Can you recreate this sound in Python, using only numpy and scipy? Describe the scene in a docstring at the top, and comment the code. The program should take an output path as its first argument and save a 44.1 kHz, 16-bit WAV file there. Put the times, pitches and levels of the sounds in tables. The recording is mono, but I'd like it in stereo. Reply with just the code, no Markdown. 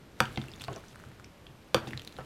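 """Pasta salad is tossed with a tined serving spoon in a large bowl, in a small kitchen.
At 0.2 s the spoon strikes the wall and excites the bowl's damped modes. Lighter knocks, scrapes and soft
taps follow, lumps thud back, and the wet pasta pops and crackles as the films between its pieces break.
The stirring dies down from 1.3 s until a second hard knock and scrape at 1.75 s bring more thuds and
pops. A soft knock near 2.2 s comes last; room tone and a short reverberation underlie it all."""
import sys
import numpy as np
from scipy import signal
from scipy.fft import rfft, irfft
from scipy.io import wavfile
from scipy.ndimage import uniform_filter1d

SR = 44100
rng = np.random.default_rng(int(sys.argv[2]) if len(sys.argv) > 2 else 0)


def persist_wave(psi):
    """Save psi, clipped to +-1, as 16-bit WAV."""
    counts = np.round(np.clip(psi, -1, 1) * 32767).astype(np.int16)
    wavfile.write(sys.argv[1], SR, np.atleast_2d(counts).T)


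N = 99225
BAND_LIMIT_HZ, LOW_CUT_HZ = 16300, 33

# room tone: (frequency [Hz], relative spectral density [dB])
ROOM_TONE = [(15, -12), (50, -4), (110, -3), (200, -4), (350, -6.5), (700, -13.5), (1500, -17.5),
             (4000, -23.5), (8000, -32), (13000, -36.5), (16000, -59)]
# low hum of the room and a faint flickering high tone: (frequency [Hz], level [dB], rms waver [Hz])
WAVERING_TONES = [(96.3, -72, 0.38), (13010, -81.5, 60)]
# pasta sliding along the bowl: (frequency [Hz], relative spectral density [dB])
RUSTLE_SPECTRUM = [(30, -2), (70, 6), (135, 13), (200, 0.5), (400, 3), (800, -4.5), (1500, -12),
                   (3000, -12), (7000, -22.5), (13000, -36), (16000, -46)]
ROOM_TONE_DB, RUSTLE_DB = -53, -51.5
# vigour of the stirring: (time [s], level [dB])
STIRRING = [(0, -39), (.22, 4.5), (.34, 4), (.5, 1), (.63, -0.5), (.78, 1), (.88, -7), (1.05, -3),
            (1.3, -14), (1.7, -12), (1.88, 3.5), (2.05, -4.5), (2.25, 0.5)]

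# the microphone's two ports: (frequency [Hz], right over left [dB], diffuse-field coherence [ratio])
PORTS = [(62, -7, 1), (274, -0.5, 0.35), (600, 0.5, 0.27), (1100, -1, 0.34), (2150, 0, 0.22),
         (4130, 3.5, 0), (8000, -0.5, 0.028), (13000, 0.5, 0)]
PORT_LAG_S = 2.5e-5
# reflections from table, wall and ceiling: (delay [s], level [dB])
ECHOES = [(.0023, -21.5), (.0080, -47), (0.0166, -28), (0.0186, -25)]
# reverberation of the kitchen: (frequency [Hz], 60 dB decay time [s], level [dB])
REVERB_BANDS = [(101, 1, -20.5), (298, 0.2, -8.5), (715, 0.23, -8.5), (1510, 0.28, -6), (3450, 0.23, -8),
                (7100, 0.19, -8), (14700, 0.27, -18)]
REVERB_RISE_S, EARLY_DB, EARLY_T60_S = 0.0033, -2, 0.026

# sticky pasta peeling apart: (time [s], duration [s], level [dB], centre frequency [Hz])
PEELS = [(0.607, 0.046, -47.5, 5940), (0.728, 0.048, -56.5, 5730), (0.842, 0.09, -55.5, 6200),
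         (1.873, 0.018, -44, 4500)]
PEEL_POPS_PER_S, PEEL_SPREAD_OCTAVES = 2500, 0.92
# wet pops, and soft, short taps near 1.4 kHz:
# (time [s], level [dB], frequency [Hz], snap relative to tone [dB])
POPS_AND_TAPS = [(0.2553, -27, 2920, -11), (0.36, -31.5, 3520, -20), (0.3752, -30, 3860, -35),
                 (0.4161, -30, 3500, -40), (0.4396, -35, 1420, -20), (0.4842, -35, 2670, -1),
                 (0.5171, -36, 4840, -35), (0.5368, -33, 3420, -9), (0.5608, -39, 6540, -17),
                 (0.598, -38, 4080, -1), (0.6098, -32.5, 3300, -12), (0.6118, -31.5, 2640, -9),
                 (0.6158, -39, 7600, -2), (0.619, -29, 3500, 3.5), (0.6386, -36, 1500, -12),
                 (0.6398, -33, 4320, 5.5), (0.647, -33, 3960, -8), (0.717, -45, 1420, -4),
                 (0.73, -37, 6750, -21), (0.7332, -39, 3060, -19), (0.7402, -38, 3550, -21),
                 (0.7618, -31.5, 5670, -20), (0.839, -39.5, 1510, -19), (0.8836, -40.5, 5840, -6),
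                 (0.9585, -35.5, 1470, -7), (0.9994, -40, 1420, -1), (1.0388, -37, 1380, -10),
                 (1.1163, -45, 1930, -4), (1.198, -38.5, 1380, -5), (1.2438, -39, 2340, -9),
                 (1.2453, -36.5, 5350, -24), (1.4677, -35, 3210, -25), (1.9080, -34.5, 2580, -3),
                 (1.9336, -23.5, 1920, -34), (1.9757, -25, 3910, -11), (1.9958, -29.5, 3180, -8),
                 (2.0187, -41.5, 2800, 6), (2.0490, -41.5, 3600, 8), (2.0753, -27, 3880, -1.5),
                 (2.125, -40, 3870, -1), (2.1665, -37, 3850, -5)]
POP_CYCLES, TINY_POP_CYCLES = 25.4, 7.5  # to fall 60 dB; the smallest films hardly ring
POP_LONGEST_T60_S = 0.0074  # soft pasta damps even the lowest notes this fast
POP_RISE_CYCLES, POP_GLIDE, POP_SNAP_LOW_HZ, POP_SNAP_S = 0.073, 0.095, 2400, 0.00055
STRANDS, STRAND_DB, STRAND_SPREAD_S, STRAND_SPREAD_OCTAVES = 4, -14.5, 0.0017, 0.37
CRACKLE_DB, CRACKLES_PER_S = -63, 1500  # with the stirring at 0 dB
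CRACKLE_SPREAD_DB, CRACKLE_BAND_HZ = 5.5, (1370, 11900)

# modes of the bowl wall: (frequency [Hz], level [dB], 60 dB decay time [s])
WALL_MODES = [(514, 6, 0.035), (751, -3, 0.11), (843, -4, 0.033), (935, -7, 0.087), (981, -8, 0.17),
              (1262, -13.5, 0.067), (1305, -6, 0.12), (1407, 1.5, 0.037), (1510, 12.5, 0.017),
              (1750, -9.5, 0.076), (2350, -14, 0.021), (2965, -6, 0.028), (3480, -13, 0.017)]
# loaded bowl rocking on the table: (frequency [Hz], level [dB], 60 dB decay time [s])
BODY_MODES = [(97, -2, 0.15), (130.4, 2, 0.15), (217.5, -3, .13), (255.6, -6.5, 0.11), (332.3, -5.5, 0.098)]
# modes of the spoon's tines: (frequency [Hz], level [dB], 60 dB decay time [s])
TINE_MODES = [(974, 2.5, 0.0066), (2550, 1, 0.0045), (4420, 1.5, 0.0045), (5690, -11.5, 0.01),
              (11900, 1.5, 0.0019)]
# modes the pressed spoon adds to the wall: (frequency [Hz], level [dB], free 60 dB decay time [s])
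PRESSED_MODES = [(385, 11, 0.18), (630, 10.5, 0.12), (1080, -6, 0.16)]

# spoon scraping the wall: (time [s], duration [s], level [dB], centre frequency [Hz])
SCRAPES = [(0.688, 0.052, -43.5, 444), (0.745, 0.046, -45.5, 800), (1.751, 0.04, -38.5, 1270),
           (1.791, 0.084, -47.5, 1110), (2.189, 0.035, -47, 1230)]
SLIPS_PER_S, SLIP_SPREAD_DB, PRESSED_T60_RATIO = 1000, 1, 0.14
# lumps of salad falling back: (time [s], level [dB], centre frequency [Hz])
THUDS = [(0.418, -30, 298), (0.486, -37, 350), (0.613, -42, 102), (1.056, -43, 115), (1.066, -39.5, 132),
         (1.197, -49, 79), (1.489, -41.5, 202), (1.913, -30.5, 333), (1.945, -32.5, 124)]
# spoon striking the bowl: (time [s], clack level [dB], clack frequency [Hz], clack 60 dB decay time [s],
# second note level [dB], its frequency [Hz], its 60 dB decay time [s], tick level [dB], tine level [dB],
# tine frequency [Hz], second tine delay [s], wall level [dB], thump level [dB], thump centre [Hz])
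KNOCKS = [(0.2036, -5, 1350, 0.01, -23.5, 944, 0.064, -13, -13, 3300, .0013, -23.5, -19.5, 224),
          (0.3743, -21, 713, 0.016, -23.5, 2090, 0.019, -34, -22, 3180, 0.0011, -42, -20, 238),
          (0.6822, -25.5, 687, 0.052, -32, 1093, 0.055, -35.5, -39, 2750, 0.0004, -41.5, -34.5, 129),
          (1.7453, -11, 510, 0.031, -20, 1216, 0.051, -14, -9, 3450, .00087, -26, -14.5, 355),
          (1.8724, -39, 470, 0.037, -31, 776, 0.027, -43, -27, 3600, .0007, -57, -26.5, 292),
          (2.1864, -31.5, 536, 0.021, -28.5, 713, 0.025, -43, -28, 1480, 0.0014, -41, -37, 152)]
TINE_T60_S, TINE_RISE_S, TINE_SNAP_S = 0.0061, 0.00012, 0.00053
SECOND_TINE_DB, SECOND_TINE_PITCH_RATIO = -9, 0.84
CONTACT_HZ, CONTACT_DB_PER_OCTAVE = 31600, 13  # bandwidth of a 0 dB tick; level drop that halves it


def amp(db):
    """Amplitude grows tenfold for every 20 dB."""
    return 10 ** (np.asarray(db) / 20)


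def unit_rms(x):
    """Normalisation to unit mean power."""
    return x / np.sqrt(np.mean(x ** 2) + 1e-20)


def at_frequency(table, hz, column=1):
    """Interpolation of one column along logarithmic frequency."""
    columns = np.transpose(table)
    return np.interp(np.log(hz + 1), np.log(columns[0] + 1), columns[column])


def add(mix, start_s, sound):
    """Superposition: a sound adds linearly to the mix from its onset."""
    part = mix[round(start_s * SR):][:len(sound)]
    part += sound[:len(part)]


def diffuse_field(size):
    """Spatial coherence: noise from all sides gives two spectra, alike in bass, unrelated in treble."""
    hz = np.fft.rfftfreq(size, 1 / SR)
    mid, side = rfft(rng.standard_normal((2, size)))
    coherence = np.clip(at_frequency(PORTS, hz, column=2), -1, 1)
    mid *= np.sqrt((1 + coherence) / 2)
    side *= np.sqrt((1 - coherence) / 2)
    return hz, np.array([mid + side, mid - side])


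def diffuse_noise(spectrum):
    """Spectral shaping gives a steady diffuse field its colour."""
    hz, field = diffuse_field(N)
    return unit_rms(irfft(field * amp(at_frequency(spectrum, hz)), N))


def background():
    """Stationary room noise; random frequency modulation of its low hum and of a faint high tone."""
    out = amp(ROOM_TONE_DB) * diffuse_noise(ROOM_TONE)
    for hz, db, waver_hz in WAVERING_TONES:
        drift = unit_rms(uniform_filter1d(rng.standard_normal(N), size=400))
        phase = 2 * np.pi * np.cumsum(hz + waver_hz * drift) / SR
        out += amp(db) * np.sqrt(2) * np.sin(phase)
    return out


def ports(x):
    """Time and level differences: sound reaches the right port first, and the balance varies by band."""
    hz = np.fft.rfftfreq(N, 1 / SR)
    lean = amp(at_frequency(PORTS, hz) / 2)
    left_delay = np.exp(-2j * np.pi * hz * PORT_LAG_S)
    return irfft(rfft(x) * np.array([left_delay / lean, lean]), N)


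def room_response(noise, t60):
    """Absorption: dense reflections build up, then decay exponentially in each band."""
    hz, t, bands = signal.stft(noise, SR, nperseg=256)
    decay = amp(at_frequency(REVERB_BANDS, hz, column=2)[:, None] - 60 * t / t60)
    equal_energy = np.sqrt(2 * np.log(1000) / SR / t60)
    tail = signal.istft(bands * decay * equal_energy, SR, nperseg=256)[1][..., :SR]
    build_up = np.minimum(np.arange(SR) / SR / REVERB_RISE_S, 1) ** 2
    return tail * build_up


def reverberation(x):
    """Early reflections keep the direction of the bowl; the late field is diffuse."""
    early = amp(EARLY_DB) * room_response(rng.standard_normal(SR), EARLY_T60_S)
    band_t60 = at_frequency(REVERB_BANDS, np.fft.rfftfreq(256, 1 / SR))[:, None]
    late = room_response(irfft(diffuse_field(SR)[1], SR), band_t60)
    return ports(signal.fftconvolve(x, early)[:N]) + signal.fftconvolve(x[None], late, axes=1)[:, :N]


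def echoes(x):
    """Specular reflection: each nearby surface returns one delayed, weaker copy."""
    out = np.zeros(N)
    for delay_s, db in ECHOES:
        add(out, delay_s, amp(db) * x)
    return out


def rustle(stir):
    """Sliding friction: pasta on the bowl makes noise in proportion to the stirring."""
    return amp(RUSTLE_DB) * stir * diffuse_noise(RUSTLE_SPECTRUM)


def snap(t, decay_s):
    """A brief transient has a broad spectrum: a fast-decaying burst of noise."""
    return signal.lfilter([.6], [1, -.4], rng.standard_normal(len(t))) * np.exp(-t / decay_s)


def pop(hz, snap_db, cycles):
    """Damped resonance: a snap sets off a tone that rings for a few cycles, rising in pitch."""
    t = np.arange(SR // 30) / SR
    age = hz * t / cycles
    phase = 2 * np.pi * hz * t * (1 + POP_GLIDE * np.minimum(age, 1))
    envelope = amp(-60 * age) * (1 - np.exp(-hz * t / POP_RISE_CYCLES))
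    fizz = signal.lfilter(*signal.butter(1, POP_SNAP_LOW_HZ, "high", fs=SR), snap(t, POP_SNAP_S))
    return np.sin(phase) * envelope + amp(snap_db) * fizz


def crackle(stir, pitches=24):
    """A Poisson process of tiny pops, denser and louder the harder the salad is stirred."""
    out = np.zeros(N)
    for hz in np.geomspace(*CRACKLE_BAND_HZ, pitches):
        sizes = amp(CRACKLE_SPREAD_DB * np.minimum(rng.exponential(1, N), 3.5))
        breaks = rng.random(N) < stir * CRACKLES_PER_S / pitches / SR
        out += signal.oaconvolve(sizes * breaks, pop(hz, snap_db=-2, cycles=TINY_POP_CYCLES))[:N]
    return amp(CRACKLE_DB) * out * np.sqrt(stir)


def peels():
    """Adhesion fails in steps: parting pasta gives a dense run of tiny pops scattered in pitch."""
    out = np.zeros(N)
    for start_s, length_s, db, centre_hz in PEELS:
        count = round(length_s * PEEL_POPS_PER_S)
        for when, detune, size in rng.uniform(-1.2, 1, (300, 3))[:count]:
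            hz = centre_hz * 2 ** (PEEL_SPREAD_OCTAVES * detune)
            tiny_pop = pop(hz, snap_db=-20, cycles=TINY_POP_CYCLES)
            add(out, start_s + length_s * (when + 1) / 2, 2 * amp(db) * size * tiny_pop)
    return out


def pops_and_taps():
    """Impulse excitation: wet pops and soft, short taps, each amid a few sticky threads letting go."""
    out = np.zeros(N)
    for start_s, db, hz, snap_db in POPS_AND_TAPS:
        add(out, start_s, amp(db) * pop(hz, snap_db, min(POP_CYCLES, hz * POP_LONGEST_T60_S)))
        for when, detune in rng.standard_normal((STRANDS, 2)):
            strand_hz = min(hz * 2 ** (STRAND_SPREAD_OCTAVES * detune), BAND_LIMIT_HZ)
            strand = amp(db + STRAND_DB) * pop(strand_hz, snap_db, TINY_POP_CYCLES)
            add(out, start_s + STRAND_SPREAD_S * when, strand)
    return out


def ring(modes, t):
    """Free vibration is a sum of exponentially damped sinusoids."""
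    return sum(amp(db - 60 * t / t60) * np.sin(2 * np.pi * hz * t) for hz, db, t60 in modes)


def excite_near(modes, centre_hz, db_per_octave):
    """Selective excitation: modes respond less the farther they lie from the centre frequency."""
    return [(hz, db - db_per_octave * abs(np.log2(hz / centre_hz)), t60) for hz, db, t60 in modes]


def scrapes():
    """Stick-slip friction: each slip of the spoon rings the wall, which its pressure also damps."""
    out, t = np.zeros(N), np.arange(SR // 5) / SR
    damped = [(hz, db, t60 * PRESSED_T60_RATIO) for hz, db, t60 in WALL_MODES + PRESSED_MODES]
    for start_s, length_s, db, centre_hz in SCRAPES:
        wall = ring(excite_near(damped, centre_hz, db_per_octave=9.5), t)
        slips = rng.random(len(t)) < SLIPS_PER_S / SR
        sizes = amp(SLIP_SPREAD_DB * rng.standard_normal(len(t)))
        stroke = np.sin(np.pi * np.minimum(t / length_s, 1))
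        sound = signal.fftconvolve(slips * sizes * stroke, wall)
        add(out, start_s, amp(db) * unit_rms(sound) * np.sqrt(length_s * SR / len(sound)))
    return out


def thump(t, centre_hz, push_s):
    """Whole-body vibration: the bowl's low modes swell for as long as the push lasts."""
    return ring(excite_near(BODY_MODES, centre_hz, db_per_octave=9), t) * (1 - np.exp(-t / push_s))


def thuds():
    """Soft impact: falling lumps push the bowl slowly and so excite only its low modes."""
    out, t = np.zeros(N), np.arange(SR // 2) / SR
    for start_s, db, centre_hz in THUDS:
        add(out, start_s, amp(db) * thump(t, centre_hz, push_s=0.0047))
    return out


def tine(t, tick_db, tine_db, hz, snap_db):
    """Contact limits bandwidth: a tine's noise and short ring are duller the gentler the blow."""
    modes = amp(tick_db) * ring(TINE_MODES, t) + ring([(hz, tine_db, TINE_T60_S)], t)
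    onset = 1 - np.exp(-t / TINE_RISE_S)
    contact = amp(tick_db + snap_db) * snap(t, TINE_SNAP_S)
    cutoff_hz = min(CONTACT_HZ * 2 ** (tick_db / CONTACT_DB_PER_OCTAVE), BAND_LIMIT_HZ)
    return signal.lfilter(*signal.butter(2, cutoff_hz, fs=SR), modes * onset + contact)


def knocks():
    """Hard impact: two tines land in turn; the wall clacks and rings on, and the whole bowl thumps."""
    out, t = np.zeros(N), np.arange(SR // 2) / SR
    for (start_s, clack_db, clack_hz, clack_t60, note_db, note_hz, note_t60,
         tick_db, tine_db, tine_hz, delay_s, wall_db, thump_db, thump_hz) in KNOCKS:
        notes = [(clack_hz, clack_db, clack_t60), (note_hz, note_db, note_t60)]  # set by the spot struck
        clack = ring(notes, t) * (1 - np.exp(-clack_hz * t))
        wall = amp(wall_db) * ring(WALL_MODES, t) * (1 - np.exp(-t / 0.0017))
        body = amp(thump_db) * thump(t, thump_hz, push_s=0.0054)
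        first_tine = tine(t, tick_db, tine_db, tine_hz, snap_db=2.5)
        second_tine = tine(t, tick_db, tine_db, tine_hz * SECOND_TINE_PITCH_RATIO, snap_db=12)
        add(out, start_s, first_tine - clack - wall + body)
        add(out, start_s + delay_s, amp(SECOND_TINE_DB) * second_tine)
    return out


def scene():
    """Superposition of the direct sound of bowl and salad, its reflections and the background."""
    t = np.arange(N) / SR
    stir = amp(np.interp(t, *np.transpose(STIRRING)))
    direct = knocks() + thuds() + scrapes() + pops_and_taps() + peels() + crackle(stir)
    low_cut = signal.butter(2, LOW_CUT_HZ, "high", fs=SR, output="sos")
    direct = signal.sosfilt(low_cut, direct)  # the bowl radiates little deep bass
    return ports(direct) + echoes(direct) + reverberation(direct) + rustle(stir) + background()


def record(dry):
    """Band limiting: a linear-phase low-pass filter removes the highest treble."""
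    low_pass = signal.firwin(511, BAND_LIMIT_HZ, window=("kaiser", 9), fs=SR)
    return signal.oaconvolve(dry, low_pass[None], "same")


dry = scene()
out = record(dry)
persist_wave(out)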